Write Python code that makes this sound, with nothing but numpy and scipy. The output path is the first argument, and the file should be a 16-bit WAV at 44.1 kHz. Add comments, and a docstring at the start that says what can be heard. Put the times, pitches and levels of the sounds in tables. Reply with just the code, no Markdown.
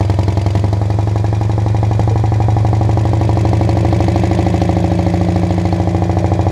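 """On gravel, in the driver's seat of a creeping open kit car; one microphone, close, at the driver's head.
The flat-twin's cylinders fire in turn into a booming exhaust, one with a sharp crack and one muffled,
and the revs slowly rise. Valve gear clatters four times a cycle, a softer puff comes late in each, the
intake rushes and loose parts knock; behind them lie a low rumble, fan hiss and a thin tone. Twice the
driver leans out over the side, away from the engine, and the clatter recedes."""
import sys
import numpy as np
from scipy import signal
from scipy.fft import rfft, irfft, next_fast_len
from scipy.io import wavfile
from scipy.ndimage import uniform_filter1d, map_coordinates

SR = 44100
rng = np.random.default_rng(int(sys.argv[2]) if len(sys.argv) > 2 else 0)


def pcm_store(signal):
    """Save signal as 16-bit PCM."""
    levels = np.round(np.clip(np.atleast_2d(signal), -1, 1) * 32767)
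    wavfile.write(sys.argv[1], SR, levels.astype(np.int16).T)


N = 287091
T = np.arange(N) / SR
UNEVEN_DB = .3  # spread from one blast, or one intake breath, to the next

# Spectrum of rattling metal. Each row: frequency in Hz, relative level in dB.
METAL_SPECTRUM = [(900, -26), (1400, -4), (2000, 8.5), (2450, 1), (2800, 2.5), (3500, 3.5), (4500, 1),
                  (5500, -2), (6800, -4.5), (9000, -14), (11000, -16), (13500, -25), (15000, -59)]


def amp(db):
    """Decibels to gain."""
    return 10 ** (np.asarray(db) / 20)


def unit(x):
    """Scales to rms 1."""
    return x / np.sqrt(np.mean(x ** 2) + 1e-20)


def curves(rows):
    """Each column of a time table, at every sample."""
    times, *columns = np.transpose(rows)
    return [np.interp(T, times, column) for column in columns]


def bump(centre_s, half_s):
    """A bell curve in time, of height 1."""
    return np.exp(-((T - centre_s) / half_s) ** 2)


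def spectrum(rows, hz, column=1):
    """Gain of one dB column of a frequency table."""
    table = np.transpose(rows)
    return amp(np.interp(np.log(hz + 1), np.log(table[0] + 1), table[column]))


def colour(x, rows):
    """Gives x a spectrum, at rms 1."""
    size = next_fast_len(N)
    gain = spectrum(rows, np.fft.rfftfreq(size, 1 / SR))
    return unit(irfft(rfft(x, size) * gain, size)[:N])


def highpass(x, hz, order):
    """Cuts the bass below hz."""
    return signal.sosfilt(signal.butter(order, hz, "high", fs=SR, output="sos"), x)


def resonance(x, hz, width_hz):
    """One resonance of gain 1."""
    return signal.lfilter(*signal.iirpeak(hz, hz / width_hz, fs=SR), x)


def causal(gain):
    """The impulse response that has this gain and rings only after the blow."""
    log_gain = np.log(np.maximum(gain, 1e-6))
    mirrored = np.r_[log_gain, log_gain[-2:0:-1]]
    minimum_phase = np.exp(np.conj(signal.hilbert(mirrored)))
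    return np.fft.ifft(minimum_phase).real[:len(gain)]


def ring(x, response):
    """Convolution, cut to length."""
    return signal.oaconvolve(x, response)[:N]


def dying(t60):
    """A quarter second of decay, falling 60 dB in t60 seconds."""
    return np.exp(-np.log(1000) * T[:SR // 4] / t60)


def strokes(cycles, share, spread_db, early_s=0.):
    """One click an engine cycle at the given share of it, each a little different in size."""
    places = np.arange(int(cycles[-1]) + 1) + share
    times = np.interp(places, cycles, T, right=T[-1] + 1) - early_s
    size = amp(spread_db * rng.standard_normal(len(times)))
    heard = (times >= 0) & (times < T[-1])
    return np.bincount((times[heard] * SR).astype(int), size[heard], N)


def leaning():
    """How far driver and microphone lean out, from 0 upright to 1; each move starts and ends gently."""
    # Each row: start of the lean, time back upright, length of a move, all in seconds.
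    leans = [(.4, 3.41, 1), (5.5, 8, 0.61)]
    ramps = sum(np.clip(np.minimum(T - start, end - T) / move, 0, 1) for start, end, move in leans)
    return np.sin(np.pi / 2 * ramps) ** 2


def rumble(level_db):
    """Steady low rumble with a few hollow peaks in the low middle."""
    # Each row: frequency in Hz, relative level of the rumble in dB.
    rumble_spectrum = [(15, 0), (40, 0), (100, 2), (180, 2), (250, -3), (330, 4), (400, 0), (500, 3),
                       (590, 4), (670, 1), (760, 3), (880, -4), (960, -2), (1300, -16), (3000, -60)]
    return amp(level_db) * colour(rng.standard_normal(N), rumble_spectrum)


def thin_tone(waver):
    """A faint, slightly unsteady sine, perhaps a dragging brake."""
    # Each row: time in seconds, pitch in Hz, level in dB.
    tone_path = [(0, 490, -70), (.9, 490, -43), (2.4, 540, -54), (3.6, 592, -89), (4.5, 619.6, -43),
                 (5.9, 627, -38), (6.5, 600, -36)]
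    hz, level_db = curves(tone_path)
    drift = unit(uniform_filter1d(rng.standard_normal(N), size=2000))
    phase = 2 * np.pi * np.cumsum(hz * (1 + waver * drift)) / SR
    return np.sqrt(2) * amp(level_db) * np.sin(phase)


def cooling_fan(level_db):
    """The fan hisses evenly, with no bass."""
    # Each row: frequency in Hz, relative level of the hiss in dB.
    hiss_spectrum = [(1400, 6.5), (2800, -10), (3800, 1), (5000, -1), (7000, -5.5), (9000, -12.5),
                     (11000, -18.5), (13500, -25), (15000, -37)]
    return amp(level_db) * colour(highpass(rng.standard_normal(N), hz=900, order=4), hiss_spectrum)


def intake(cycles, load, press, lean):
    """The intake opens with the accelerator, pulses at each piston's draw and rasps alike each cycle."""
    # Each row: frequency in Hz, relative level of the rush in dB.
    rush_spectrum = [(1000, 13), (1350, -16.5), (1700, 3.5), (2000, 2.5), (2250, -1.5), (2430, 2.5),
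                     (2750, -12.5), (3300, -2.5), (6000, -42)]
    repeat = .35  # share of the power that is the same in every cycle
    level_db = -42.5 + 3 * load + 2.5 * press - .5 * lean
    draw = 1 + .068 * np.cos(4 * np.pi * (cycles - .06))
    rush, breath = highpass(rng.standard_normal((2, N)), hz=900, order=4)
    breath = breath[:SR // 10] * signal.windows.tukey(SR // 10)
    rasp = colour(ring(strokes(cycles, 0, UNEVEN_DB), breath), rush_spectrum)
    air = np.sqrt(repeat) * rasp + np.sqrt(1 - repeat) * colour(rush, rush_spectrum)
    return amp(level_db) * draw * air


def late_puff(cycles):
    """A softer puff late in each cycle, ringing on two hollow notes."""
    # Each row: time in seconds, level of the low note in dB, level of the high note in dB.
    puff_levels = [(0, -27, -27), (1.4, -31, -30), (2.6, -24, -28), (3.3, -18.5, -21), (4.1, -19, -19),
                   (4.9, -30, -21), (5.6, -34, -22), (6.5, -28, -17)]
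    low_hz, high_hz, rise_s = 321.5, 592.6, .006
    rough, width_hz = .7, 130  # share of turbulence in the puff, and its bandwidth
    t = T[:SR // 10]
    swell = (t / rise_s * np.exp(1 - t / rise_s)) ** 2
    clicks = strokes(cycles, share=.705, spread_db=.2)
    out = np.zeros(N)
    for hz, db in zip((low_hz, high_hz), curves(puff_levels)):
        puffs = clicks * amp(db)
        whirl = unit(resonance(resonance(rng.standard_normal(N), hz, width_hz), hz, width_hz))
        note = ring(puffs, swell * np.sin(2 * np.pi * hz * t))
        out += np.sqrt(1 - rough) * note + np.sqrt(rough / 2) * ring(puffs, swell) * whirl
    return out


def knocks(rattle_t60):
    """Loose parts knock: each rings one note and shakes out a brief metallic rattle."""
    # Each row: start in seconds, level in dB, pitch in Hz, t60 in seconds, rattle in dB re the knock.
    hits = [(0.552, -18, 206, 0.11, -20.5), (0.552, -26, 1890, 0.044, -6), (0.572, -32, 1930, .05, -4),
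            (0.576, -12, 150, 0.082, -23), (.632, -16, 229, 0.16, -29), (0.73, -33, 3900, 0.031, 3),
            (0.904, -35, 4700, .03, 0), (1.996, -17, 167, 0.18, -14), (2.109, -14.5, 460, 0.11, -33),
            (3.692, -24, 4370, 0.033, -4), (4.084, -31, 4480, 0.024, -11), (4.616, -30, 4420, 0.036, 3),
            (4.989, -28, 4420, 0.034, -12), (5.724, -25, 4400, 0.029, -17)]
    grit = colour(rng.standard_normal(N), METAL_SPECTRUM)
    out = np.zeros(N)
    for start_s, db, hz, t60, rattle_db in hits:
        fade = dying(t60)
        span = slice(round(start_s * SR), round(start_s * SR) + len(fade))
        note = fade * np.sin(2 * np.pi * hz * T[:len(fade)])
        rattle = amp(rattle_db) * dying(rattle_t60) * grit[span]
        out[span] += amp(db) * (note + rattle)
    return out


def clatter(cycles, load, press, lean):
    """Tappets and gear lash strike the crankcase; each clack has its own rings and some loose rattle."""
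    # The four clacks. Each row: place as a share of the cycle, level upright at idle in dB, change
    # leaning out in dB, change per step of load in dB, t60 in seconds, centre of a treble band in Hz,
    # boost or cut of that band in dB.
    clacks = [(.005, -23.5, -9, -2.5, 0.032, 3300, -2.5), (.218, -33.5, 0.5, 0.64, 0.065, 6600, 2),
              (.462, -28.5, -6, -1, 0.04, 8600, 9), (.765, -40, -11, 1.5, 0.15, 7500, -10)]
    # Modes of the struck parts, one list a clack. Each row: pitch in Hz, t60 in seconds, level in dB
    # re the clack, change leaning out in dB, change per step of load in dB.
    part_modes = [
        [(1682, 0.071, -12.5, 13.5, -2), (1984, 0.21, -26, 6, 7.5), (2135, 0.059, -21.5, 0, 7.5),
         (3153, 0.041, -6.5, -17, -5), (4350, 0.018, 0.5, -7, 0)],
        [(2020, 0.13, -17.5, 2.5, 6.5), (2093, 0.073, 1.5, -6, -5), (2285, 0.035, 9, -20, -2.5),
         (2414, 0.18, -11.5, 9.5, -3.5), (2600, 0.14, -7, -18, -0.5), (3500, 0.16, -11, -8, -15),
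         (3850, 0.088, -17, 12.5, -3.5), (5710, 0.076, -17.5, 11.5, -1.5), (6900, 0.037, -12, 2, 4)],
        [(1307, 0.035, -19, 27, -21), (1487, 0.057, -14, 10, 2), (2313, 0.12, -9, -2, -1),
         (2590, 0.15, -17.5, -7, 1), (2930, 0.027, 1.5, -15, -8), (4720, 0.059, -5.5, -7, -3.5),
         (6490, 0.19, -20.5, -5, 1)],
        [(2166, 0.027, 4.5, -20, -7), (3800, 0.05, -18, -6, 8)],
    ]
    repeat = .75  # share of the grit's power that is the same in every cycle
    stir_db = 1.5  # spread of each mode from clack to clack
    onset = dying(t60=.0066)  # taken off each decay to soften the attack
    # The clacks harden under the accelerator; early on their level dips briefly.
    shared_db = 2.5 * press - 4.7 * bump(centre_s=.79, half_s=.21)
    metal_hz, metal_db = np.transpose(METAL_SPECTRUM)
    out = np.zeros(N)
    for (share, idle_db, lean_db, load_db, t60, band_hz, band_db), modes in zip(clacks, part_modes):
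        level_db = idle_db + lean_db * lean + load_db * load + shared_db
        blows = strokes(cycles, share, spread_db=1.1) * amp(level_db)
        band = np.exp(-(2 * np.log2(metal_hz / band_hz)) ** 2)
        grit = colour(rng.standard_normal(N), np.c_[metal_hz, metal_db + band_db * band])
        fade = dying(t60) - onset
        out += np.sqrt(repeat) * ring(blows, fade * grit[:len(fade)])
        out += np.sqrt(1 - repeat) * ring(blows, fade) * grit
        at = np.flatnonzero(blows)
        for hz, mode_t60, mode_db, mode_lean_db, mode_load_db in modes:
            ring_db = mode_db + mode_lean_db * lean[at] + mode_load_db * load[at]
            size = blows[at] * amp(ring_db + stir_db * rng.standard_normal(len(at)))
            note = (dying(mode_t60) - onset) * np.sin(2 * np.pi * hz * T[:len(fade)])
            out += ring(np.bincount(at, size, N), note)
    return out


def glinting(x, patchy_db):
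    """No two clacks stir the same metal modes: narrow, brief patches of colour."""
    frames = signal.stft(x, nperseg=1024)[2]
    patches = unit(uniform_filter1d(rng.standard_normal(frames.shape), size=4, axis=0))
    gain = unit(amp(patchy_db * patches))
    return signal.istft(frames * gain, nperseg=1024)[1][:N]


def echoes(x):
    """Ground and panels close by throw the crack back at the microphone as a short patter."""
    level_db, echoes_per_s = -9, 2000
    fade = dying(t60=.1)
    signs = rng.choice([-1., 1.], len(fade))
    taps = signs * (rng.random(len(fade)) < echoes_per_s / SR) * fade
    taps[:SR // 250] = 0  # nothing returns in the first 4 ms
    return amp(level_db) * ring(highpass(x, hz=389, order=4), taps / np.linalg.norm(taps))


def bite(cycles, t60):
    """Each crack of the loud cylinder spits a short burst of noise, never twice the same."""
    # Each row: frequency in Hz, relative level of the burst in dB.
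    burst_spectrum = [(250, -10), (600, 8.5), (1000, -2), (1300, -14.5), (1800, -14), (2600, -21),
                      (6000, -45)]
    # Each row: time in seconds, level of the bursts in dB.
    burst_levels = [(0, -25), (.95, -24), (1.5, -30), (1.92, -28), (2, -19), (2.1, -28), (3.3, -26),
                    (5.7, -29), (6.1, -24), (6.5, -24)]
    level_db, = curves(burst_levels)
    cracks = strokes(cycles, share=0, spread_db=1) * amp(level_db)
    return ring(cracks, dying(t60)) * colour(rng.standard_normal(N), burst_spectrum)


def silencer(x, hold_hz, width_hz):
    """A chamber holds the middle of each crack back for a moment, so that it rings as a short bark."""
    radius = np.exp(-np.pi * width_hz / SR)
    poles = [1, -2 * radius * np.cos(2 * np.pi * hold_hz / SR), radius ** 2]
    return signal.lfilter(poles[::-1], poles, x)  # all-pass


def gliding(x, cycles, depth, low_hz, high_hz):
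    """The pipe's middle resonances start low at each crack and slide up as it dies away."""
    middle = signal.sosfiltfilt(signal.butter(4, [low_hz, high_hz], "band", fs=SR, output="sos"), x)
    delay_samples = depth / (2 * np.pi * np.gradient(cycles)) * np.sin(2 * np.pi * cycles)
    return x - middle + map_coordinates(middle, [np.arange(N) - delay_samples], order=1)


def swelling(x):
    """As the car turns, one band of the exhaust after another swells and rings longer."""
    # Each row: peak time in seconds, seconds to either side, centre in Hz, width in Hz, boost in dB.
    swells = [(2.55, .5, 767, 110, 3), (3.3, 0.24, 980, 150, 5), (3.1, 0.66, 1020, 91, 0.5),
              (6.3, 0.65, 466, 54.6, 6.5), (6.3, 0.37, 605, 60, 5), (6.3, 0.23, 673, 70, 0.5),
              (6.3, 0.44, 940, 130, 3)]
    out = x.copy()
    for peak_s, half_s, hz, width_hz, db in swells:
        out += (amp(db) - 1) * bump(peak_s, half_s) * resonance(x, hz, width_hz)
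    return out


def blasts(cycles, share, early_s):
    """One cylinder's blasts; each trails a puff of whirling gas that leaves the bass steady."""
    turbulence, fade = .15, dying(t60=.1)
    clicks = strokes(cycles, share, UNEVEN_DB, early_s)
    puff = ring(clicks, fade / np.linalg.norm(fade)) * rng.standard_normal(N)
    return clicks + turbulence * highpass(puff, hz=400, order=2)


def exhaust(cycles, speed, blast_db, load):
    """Two blasts a cycle ring the pipe; its upper resonances grow as the engine pulls."""
    # Pipe resonances. Each row: centre in Hz, width in Hz, gain in dB idling, rolling and pulling.
    pipe_modes = [(24, 3.1, -29, -46, -45), (58.4, 6.3, -17, -11.5, -21), (77.9, 16.3, -7.5, -8, -5),
                  (102.7, 20.4, -0.5, 2, -0.74), (163.6, 4.8, -14.5, -28, -15),
                  (181.3, 13.6, -10.5, -15.5, -8), (216.8, 27.6, -23, -22.5, -19.5),
                  (305, 57, -20, -22.5, -13.5), (333.5, 29, -17.5, -17.5, -7), (391.6, 60, -22, -24.5, -20),
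                  (486, 150, -26, -26, -26.5), (566, 48, -30.5, -27, -17), (677, 88, -22, -33, -27.5),
                  (741.3, 102, -29.5, -21.5, -15), (813, 52, -23.5, -26, -23), (888, 23, -21.5, -23, -27),
                  (968, 31, -28, -27.5, -55), (1118, 145, -37.5, -35, -37), (1240, 85, -40, -52, -55),
                  (1760, 580, -49, -54.5, -44.5)]
    # Second cylinder against the first. Each row: frequency in Hz, gain in dB off load and pulling.
    muffling = [(64.3, -9.5, -2), (121, 0.5, 2.5), (146, -16.5, -1), (173.2, -6, 13), (237, -4, -10.5),
                (353, -7.5, -4), (580, -5.5, -5.5), (735, -12.5, -9), (1200, -8.5, -10.5)]
    crack_db = .5  # extra sharpness above the boom
    push = amp(blast_db) * SR / speed
    sharp = push * blasts(cycles, share=0, early_s=.00094)
    # The second cylinder's gas has a shorter way out, so it comes a little early.
    dull = push * blasts(cycles, share=.5, early_s=.004363)
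    hz = np.fft.rfftfreq(16384, 1 / SR)
    mode_hz, width_hz, *db_by_load = np.transpose(pipe_modes)
    peaks = 1 / (1 + (2 * (hz[:, None] - mode_hz) / width_hz) ** 2) ** 2
    out = np.zeros(N)
    for step, mode_db in enumerate(db_by_load):
        blend = np.maximum(1 - abs(np.clip(load, 0, 2) - step), 0)
        pipe_gain = np.sqrt(peaks @ amp(mode_db) ** 2)
        muffled_gain = pipe_gain * spectrum(muffling, hz, column=max(step, 1))
        out -= ring(blend * sharp, causal(pipe_gain))
        out -= ring(blend * dull, causal(muffled_gain))
    return out + (amp(crack_db) - 1) * highpass(out, hz=300, order=1)


def scene():
    """The seat in mono: the crankshaft times the engine's sounds; throttle and posture set levels."""
    # Each row: time in seconds, engine speed in four-stroke cycles a second.
    revs = [(0.0, 11.093), (0.28, 10.866), (0.81, 11.553), (1.51, 11.968), (1.7, 11.976), (2.18, 12.31),
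            (2.56, 12.154), (3.16, 12.575), (3.58, 12.507), (3.93, 12.842), (5.19, 13.588), (5.56, 13.655),
            (6.51, 13.376)]
    # Each row: time in seconds, blast strength in dB, load (0 idling, 1 rolling, 2 pulling).
    throttle = [(0, -20.5, 0.13), (.8, -22, 0.038), (1.55, -22, 0.5), (2.1, -20, 0.88), (3.8, -19.5, 1.41),
                (4.65, -21.5, 1.95), (5.5, -22.5, 1.67), (5.95, -22, 1.54), (6.5, -20, 1.35)]
    speed, = curves(revs)
    blast_db, load = curves(throttle)
    press = bump(centre_s=4.26, half_s=.48)  # one gentle press of the accelerator
    lean = leaning()
    cycles = np.cumsum(speed) / SR - .0835  # the loud cylinder fires at each whole number
    pipe = silencer(exhaust(cycles, speed, blast_db, load), hold_hz=866, width_hz=457)
    pipe = gliding(pipe, cycles, depth=.035, low_hz=213, high_hz=648)
    upright, outside = echoes(pipe), echoes(pipe)  # each microphone position has its own patter
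    pipe = swelling(pipe + np.sqrt(1 - lean) * upright + np.sqrt(lean) * outside)
    machine = clatter(cycles, load, press, lean)
    machine += cooling_fan(level_db=-44) + intake(cycles, load, press, lean)
    bursts = bite(cycles, t60=.067) + late_puff(cycles)
    background = rumble(level_db=-38) + thin_tone(waver=.00674) + knocks(rattle_t60=.047)
    return (background + bursts + glinting(machine, patchy_db=1.5) + pipe)[None]


def record(dry):
    """The recorder rounds off the tallest peaks and cuts the highest treble."""
    ceiling, edge_hz = .8, 14900
    rounded = dry / (1 + (dry / ceiling) ** 8) ** (1 / 8)
    lowpass = signal.firwin(511, edge_hz, window=("kaiser", 9), fs=SR)
    return signal.oaconvolve(rounded, lowpass[None], "same")


dry = scene()
out = record(dry)
pcm_store(out)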